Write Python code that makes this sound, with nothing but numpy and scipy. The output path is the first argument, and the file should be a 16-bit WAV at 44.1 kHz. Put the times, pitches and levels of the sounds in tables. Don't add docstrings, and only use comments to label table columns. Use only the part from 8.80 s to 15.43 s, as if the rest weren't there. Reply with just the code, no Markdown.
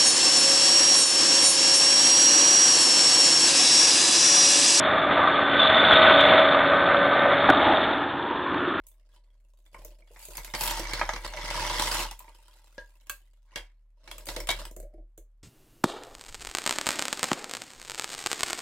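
import sys
import numpy as np
from scipy import signal
from scipy.fft import rfft, irfft, next_fast_len
from scipy.io import wavfile
from scipy.ndimage import uniform_filter1d

SR = 44100
rng = np.random.default_rng(int(sys.argv[2]) if len(sys.argv) > 2 else 0)


def output_pcm(signal):
    pcm = np.clip(np.atleast_2d(signal).T, -1, 1) * 32767
    wavfile.write(sys.argv[1], SR, np.round(pcm).astype(np.int16))


N = 292383


def amp(db):
    return 10 ** (np.asarray(db) / 20)


def rms(x):
    return np.sqrt(np.mean(x ** 2) + 1e-20)


def read(points, hz):
    f, value = np.transpose(points)
    return np.interp(np.log(hz + 1), np.log(f), value)


def add(mix, start_s, sound):
    part = mix[:, max(round(start_s * SR), 0):][:, :sound.shape[1]]
    part += sound[:, :part.shape[1]]


def resonances(hz, modes):
    return 1 + sum((amp(lift_db) - 1) / (1 + 1j * (hz - centre_hz) / (width_hz / 2))
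                   for centre_hz, width_hz, lift_db in modes)


# freq_hz, correlation
CHANNEL_LIKENESS = [(100, 0.95), (700, 1), (1400, 0.8), (2800, 0.18), (5600, 0.27), (15000, 0.26)]
RIGHT_LAG_S = 0.000027


def pair(z, hz):
    same = np.clip(read(CHANNEL_LIKENESS, hz), -.99, .99)
    mid = z[0] * np.sqrt((1 + same) / 2)
    side = z[1] * np.sqrt((1 - same) / 2)
    late = np.exp(-2j * np.pi * hz * RIGHT_LAG_S)
    return np.array([mid + side, (mid - side) * late])


HUM_HZ = 37.89
# freq_hz, relative_density_db_per_hz
AIR = [(25, 0), (60, 0), (100, -6), (200, -20), (600, -23), (2000, -31), (5000, -39), (16000, -43)]


def hum(hum_db=-38, air_db=-77):
    t, hz = np.arange(N) / SR, np.fft.rfftfreq(N, 1 / SR)
    tone = np.sqrt(2) * amp(hum_db) * np.sin(2 * np.pi * (HUM_HZ * t + rng.random()))
    noise = rfft(rng.standard_normal((2, N)))
    air = irfft(pair(noise, hz) * amp(read(AIR, hz)), N)
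    return tone + air / rms(air) * amp(air_db)


BAND_EDGES_HZ = [700, 2400, 6000, 11000]


def bands(x):
    parts = []
    for edge_hz in BAND_EDGES_HZ:
        low, high = (signal.butter(N=7, Wn=edge_hz, btype=kind, fs=SR, output="sos") for kind in ("low", "high"))
        parts.append(signal.sosfilt(low, x))
        x = signal.sosfilt(high, x)
    return parts + [x]


# freq_hz, gain_db
CONTACT_COLOUR = [(45, -27), (80, -3), (110, 7), (220, -7), (430, -2.5), (750, 0.5), (2000, 2.5), (2600, 2),
                  (4500, 1.5), (6500, 7.5), (10000, 2), (16000, -3)]
# centre_hz, width_hz, lift_db over the plain sound
TUB_MODES = [(349.6, 42, 16), (492, 13, 11.5), (605.7, 77, 20.5), (713, 37, 3.5), (885, 110, 7.5),
             (973, 16, 8.5), (1634, 13, 9.5), (1999, 11, 9), (2265, 220, 16)]


def tub(x, size=8192):
    padded = next_fast_len(x.shape[1] + size, real=True)
    hz = np.fft.rfftfreq(padded, 1 / SR)
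    colour = amp(read(CONTACT_COLOUR, hz)) * resonances(hz, TUB_MODES)
    return irfft(pair(rfft(x, padded), hz) * colour, padded)[:, :x.shape[1]]


# freq_hz, t60_s
ROOM = [(150, .28), (600, .25), (2500, .3), (6000, .22), (15000, .17)]
SNAP_S = .0004


def contact(ring_hz, ring_db, scatter_db, snap_db, ring_t60_s=0.03, overtone_db=8, crack_s=0.0036,
            rise_s=0.0022, scatter_t60_s=0.17, room_db=-25, lump_db=5, size=16384, count=6):
    t, hz = np.arange(size) / SR, np.fft.rfftfreq(size, 1 / SR)
    crack, scatter, room = rng.standard_normal((3, 2, size))
    f, when, z = signal.stft(room, SR, nperseg=256)
    room = signal.istft(z * amp(-60 * when / read(ROOM, f)[:, None]), SR)[1][:, :size]
    scatter = scatter * amp(-60 * t / scatter_t60_s)
    blow = crack * np.exp(-t / crack_s) + scatter * amp(scatter_db) + amp(room_db) * room
    blow = blow * (1 - np.exp(-t / rise_s))
    blow = blow + amp(snap_db) * crack * np.exp(-abs(t - rise_s) / SNAP_S)
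    overtones = [(mode_hz, mode_hz / 60, overtone_db) for mode_hz in 2400 * 6 ** rng.random(count)]
    colour = resonances(hz, [(ring_hz, 2.2 / ring_t60_s, ring_db)] + overtones)
    for place, lift in rng.random((count, 2)):
        lump_hz = 2000 * 7 ** place
        colour = colour * resonances(hz, [(lump_hz, lump_hz / 7, lump_db * (3 * lift - 2))])
    fade_out = np.minimum(1, 20 * (1 - t / t[-1]))
    return irfft(rfft(blow) * colour) * fade_out


STONE_DB = (-8, 1, 0.5, -8, -13.5)
HARDNESS_SHARE = (-0.041, -0.049, 0.33, 1.06, 1.6)


def stone_bands(level_db, hardness_db):
    return np.array([level_db + db + share * hardness_db for db, share in zip(STONE_DB, HARDNESS_SHARE)])


# start_s, peak_s, end_s, level_db (before band balance), hardness_db (at peak),
# bass_weight_db (knock band). The hand lifts and tips, the handful pours out
SLIDES = [(0.0, -0.02, 0.9, -77.5, 1, 7), (0.303, 0.361, 0.32, -70, 5, 4),
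          (0.533, 0.85, 1.7, -82.5, 10.5, 11), (0.92, 0.94, 1.226, -62, 4.5, 12),
          (1.313, 1.484, 1.6, -58.5, 11.5, 0), (1.48, 1.583, 3.8, -57.5, 7.5, -6),
          (1.78, 1.855, 2.086, -33, 1, -0.5), (1.76, 1.86, 1.91, -64.5, 28.5, 0),
          (1.937, 2.145, 2.35, -38, -6, -1.5), (2.431, 2.465, 2.474, -37, -2, 4.5),
          (2.543, 2.837, 3.114, -32, -3, 1.5), (2.872, 3.155, 3.29, -31, 2, -1.5),
          (3.33, 3.433, 4.16, -67, 0.5, 3), (3.35, 3.748, 4.72, -73, 8, 5),
          (4.689, 4.745, 4.875, -60, -8, -1.5), (5.219, 5.343, 5.7, -59, 1, 8.5),
          (5.466, 5.485, 5.64, -49, 6.5, 9), (5.711, 5.714, 5.682, -34.5, 5.5, -1.5),
          (5.72, 5.782, 5.886, -47.5, 2.5, 7.5), (5.929, 6.1, 6.2, -88, -14.5, 26)]
SLIDE_DROP_DB, SLIDE_SHAPE, HARDER_WITH_EFFORT = 13, 2.14, 0.31
SETTLE_DB, SETTLE_DELAY_S, SETTLE_DB_PER_S = -26, 0.04, 208.5
REST_DB = -100


def unrest(count=3300):
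    t = np.linspace(0, N / SR, count)
    power = np.full((len(STONE_DB), count), amp(REST_DB) ** 2)
    for start_s, peak_s, end_s, level_db, hardness_db, bass_weight_db in SLIDES:
        before_peak = (peak_s - t) / max(peak_s - start_s, t[1])
        after_peak = (t - peak_s) / max(end_s - peak_s, t[1])
        effort_db = -SLIDE_DROP_DB * np.maximum(before_peak, after_peak) ** SLIDE_SHAPE
        levels_db = stone_bands(level_db + effort_db, hardness_db + HARDER_WITH_EFFORT * effort_db)
        levels_db[0] += bass_weight_db
        power += amp(levels_db) ** 2
    for start_s, level_db, hardness_db, *_ in CLINKS:
        since_s = t - start_s - SETTLE_DELAY_S
        settle_db = level_db + SETTLE_DB - SETTLE_DB_PER_S * abs(since_s)
        power += (since_s > 0) * amp(stone_bands(settle_db, hardness_db)) ** 2
    return [np.interp(np.arange(N) / SR, t, 10 * np.log10(band)) for band in power]


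# centre_hz, width_hz, lift_db over the plain sound
TUB_FLOOR = [(930, 120, 5), (955, 100, -1.5)]
THINNING, SPREAD_DB = .33, 3


def heap(top_rate_hz=720, count=32):
    t = np.arange(N) / SR
    levels_db = unrest()
    stones = [contact(ring_hz, ring_db=19, scatter_db=-15, snap_db=-9, overtone_db=11, crack_s=0.0014,
                      rise_s=.0006, size=8192)
              for ring_hz in np.geomspace(900, 12000, count)]
    clack_db = levels_db[2]
    rate_hz = top_rate_hz * amp(THINNING * (clack_db - clack_db.max()))
    strength = amp(SPREAD_DB * np.minimum(rng.exponential(1, N), 4))
    pick = rng.integers(0, count, N)
    smallness = rng.uniform(.8, 1.2, N)
    rattle = np.zeros((2, N))
    for i in np.flatnonzero(rng.random(N) < rate_hz / SR):
        stone = stones[pick[i]]
        at = np.arange(stone.shape[1])
        sized = np.array([np.interp(at * smallness[i], at, side) for side in stone])
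        add(rattle, t[i], strength[i] * sized / rms(sized))
    rattle = irfft(rfft(rattle) * resonances(np.fft.rfftfreq(N, 1 / SR), TUB_FLOOR), N)
    out = np.zeros((2, N))
    for part, level_db in zip(bands(tub(rattle)), levels_db):
        power = uniform_filter1d((part ** 2).mean(0), size=4000)
        out += part / np.sqrt(abs(power) + power.mean() / 1000) * amp(level_db)
    return out


SNAP_DB, SNAP_SHARE = -5.5, .13


def strike(levels_db, ring_hz, ring_db, size=900):
    snap_db = SNAP_DB + SNAP_SHARE * (levels_db[3] - levels_db[1])
    parts = bands(tub(contact(ring_hz, ring_db, scatter_db=-12.5, snap_db=snap_db)))
    return sum(part / rms(part[:, :size]) * amp(db) for part, db in zip(parts, levels_db))


# start_s, level_db (before band balance), hardness_db, ring_hz, ring_lift_db
CLINKS = [(0.0662, -77, 24, 7900, 19.5), (0.0838, -80, 23, 8630, 20), (0.113, -85, 19, 11900, 16),
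          (0.36, -66, 0.5, 960, 16), (0.861, -68, 4, 3500, 22), (0.944, -50.5, -55, 1060, 17.5),
          (0.958, -63, -34, 880, 18), (1.013, -63, -27, 820, 25), (1.047, -61.5, 18, 5200, 35),
          (1.22, -62.5, -20, 2260, 15), (1.273, -67.5, -1, 3390, 19), (1.36, -55, -25, 2360, 5),
          (1.4, -59.5, 5, 4400, 18), (1.425, -56, 9, 4670, 31), (1.451, -59.5, 17, 6270, 4),
          (1.552, -51, 8, 5100, 20), (1.569, -50.5, 15.5, 4670, 18), (1.578, -41.5, -4.5, 970, 11.5),
          (1.599, -50, -25, 2180, 17), (1.6453, -46.5, 8.5, 2240, -1), (1.676, -51, -20, 2140, 6),
          (1.737, -32.5, -8, 1810, 10), (1.748, -33.5, 0.5, 4580, 20), (1.808, -33.5, 5, 944, 11),
          (1.856, -38, 6, 2080, -4), (1.875, -35.5, 3, 923, 15), (1.908, -41.5, 10.5, 3120, 8),
          (2.133, -32, 0, 4420, 13), (2.193, -37.5, -4, 4330, 16), (2.212, -32.5, -20, 3200, 19),
          (2.29, -33.5, -7, 4460, 10.5), (2.334, -37, -6, 1300, 8), (2.36, -38, -6, 2770, 16),
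          (2.446, -42, -0.5, 4420, 12), (2.475, -43.5, -0.5, 4360, 24), (2.535, -39.5, -10, 565, 20.5),
          (2.57, -38.5, -9, 2010, 9), (2.7016, -42, -1, 930, 6), (2.995, -29.5, 1, 4100, 13),
          (3.02, -32, 4, 970, 13), (3.143, -35, 4, 2630, 7), (3.199, -35, 3.5, 2680, 32),
          (3.208, -39.5, 4, 4200, 20), (3.31, -45, 5.5, 856, 13), (3.3905, -62.5, 17, 13800, 21),
          (3.402, -52.5, -30, 982, 29), (3.442, -58.5, -30, 930, 17), (3.478, -53.5, -28, 927, 20),
          (3.979, -46, -15, 1690, 25), (4.268, -61, 6, 1660, 13), (4.2951, -45.5, 14, 12400, 16),
          (4.7572, -34.5, -2, 1694, 8.5), (4.774, -48, 2.5, 3180, 37), (5.275, -47.5, -4.5, 4370, 5),
          (5.312, -41.5, 1.5, 3320, 14), (5.38, -53, 10.5, 1250, 10), (5.455, -65, 19, 5700, 14),
          (5.467, -50.5, 10, 4700, 21), (5.486, -37, 1.5, 4560, 8), (5.499, -47, 3, 4400, 12),
          (5.562, -38.5, 1.5, 2170, 5), (5.601, -43, 7.5, 5430, 24), (5.67, -41.5, 4, 2350, 9),
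          (5.6884, -29, 1, 3780, 15), (5.703, -32.5, 3, 3960, 9), (5.851, -46, 5.5, 3000, 6)]


def clinks():
    out = np.zeros((2, N))
    for start_s, level_db, hardness_db, ring_hz, ring_db in CLINKS:
        add(out, start_s, strike(stone_bands(level_db, hardness_db), ring_hz, ring_db))
    return out


# start_s, level_db (before band balance), smack_db, pitch_hz
THUDS = [(1.048, -51.5, -4, 465), (1.305, -57, -21, 445), (1.484, -51, 8, 402), (1.994, -37, 4, 302),
         (3.978, -44.5, -22, 538), (5.563, -38, -3, 535), (5.603, -47.5, 0.5, 328), (5.91, -52.5, 5.5, 354),
         (5.963, -47, 5.5, 398), (5.999, -49, 5.5, 385), (6.027, -51, -4.5, 584), (6.137, -51, -20, 366),
         (6.177, -54.5, -33, 338), (6.3759, -52.5, 7, 427)]
THUD_DB = (-1, -16, -17, -10.5, -11.5)
SMACK_SHARE = (-0.001, .4, 0.549, 1, 1.2)


def thuds(ring_db=15):
    out = np.zeros((2, N))
    for start_s, level_db, smack_db, pitch_hz in THUDS:
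        levels_db = level_db + np.array(THUD_DB) + smack_db * np.array(SMACK_SHARE)
        add(out, start_s, strike(levels_db, pitch_hz, ring_db))
    return out


# start_s, level_db, echo_db, stone
LARGE_BLOWS = [(2.2128, -25.5, -2, "lump"), (2.291, -28.5, -3, "lump"), (3.98, -42, -5, "slab"),
               (4.02, -55.5, -6, "slab"), (4.297, -37, -5, "flake"), (4.757, -40, -1, "cobble"),
               (5.6895, -29, 1, "block")]
LARGE_STONES = { "lump": [(610, -7, .028), (880, 0, .022), (1020, -4, .022), (1250, -3, .03),
                (1660, -6, .035), (1950, -12, .03)], "slab": [(958, -12, .1), (1625, -3, .14),
                (1690, 2, .03)], "flake": [(1130, -1, .04), (1615, 3, .06), (2245, -9, .07),
                (2650, -1, .05), (3400, -7, .04), (4170, -6, .05), (4540, -8, .05)],
                "cobble": [(1521, 0, .06), (1660, 2, .07), (1935, 0, .07), (2196, -3, .11), (2780, -9, .16),
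                (3261, -1, .1), (3345, -2, .13), (3700, -3, .12), (4043, -8, .09)],
                "block": [(1674, -9, .15), (2143, -7, .18), (2262, 0, .14), (2799, -3, .09),
                (3098, -4, .18), (3305, 0, .12), (3700, -4, .05), (3844, -1, .13), (4930, -8, .08)]}


def large_stones(echo_t60_s=0.19, size=12000, count=900):
    t, hz = np.arange(size) / SR, np.fft.rfftfreq(size, 1 / SR)
    out = np.zeros((2, N))
    for start_s, level_db, echo_db, stone in LARGE_BLOWS:
        ring = sum(amp(db) * np.exp(-np.log(1000) * t / t60_s) * np.sin(2 * np.pi * mode_hz * t) * (-1) ** k
                   for k, (mode_hz, db, t60_s) in enumerate(LARGE_STONES[stone]))
        noise = rfft(rng.standard_normal((2, size)))
        echoes = irfft(pair(noise, hz)) * np.exp(-np.log(1000) * t / echo_t60_s)
        blur = signal.fftconvolve(ring[None], echoes / np.linalg.norm(echoes[0]))[:, :size]
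        ring = ring + amp(echo_db) * blur
        add(out, start_s, amp(level_db) * ring / rms(ring[:, :count]))
    return out


def scene():
    stones = heap() + clinks() + thuds() + large_stones()
    return stones * amp([[-.4], [.4]]) + hum()


def suppressor(x, listen_hz=(90, 420), threshold_db=-77, slope=.85, depth_db=19.5, lag_s=0.036, bass_hz=58,
               size=440):
    heard = x.mean(0) * np.minimum(1, np.arange(N) / SR / .15) ** 2
    key = signal.sosfilt(signal.butter(N=8, Wn=listen_hz, btype="band", fs=SR, output="sos"), heard)
    key_db = 10 * np.log10(abs(uniform_filter1d(key ** 2, size)) + 1e-14)
    keep = np.exp(-1 / (lag_s * SR))
    target_db = np.clip((key_db - threshold_db) * slope, 0, depth_db)
    open_db = signal.lfilter([1 - keep], [1, -keep], target_db)
    bass = signal.sosfiltfilt(signal.butter(N=8, Wn=bass_hz, fs=SR, output="sos"), x, padlen=SR // 4)
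    return x - bass + bass * amp(open_db - depth_db)


def record(dry):
    band_limit = signal.firwin(511, 16150, window=("kaiser", 9), fs=SR)
    return signal.oaconvolve(suppressor(dry), band_limit[None], "same")


dry = scene()
out = record(dry)
output_pcm(out)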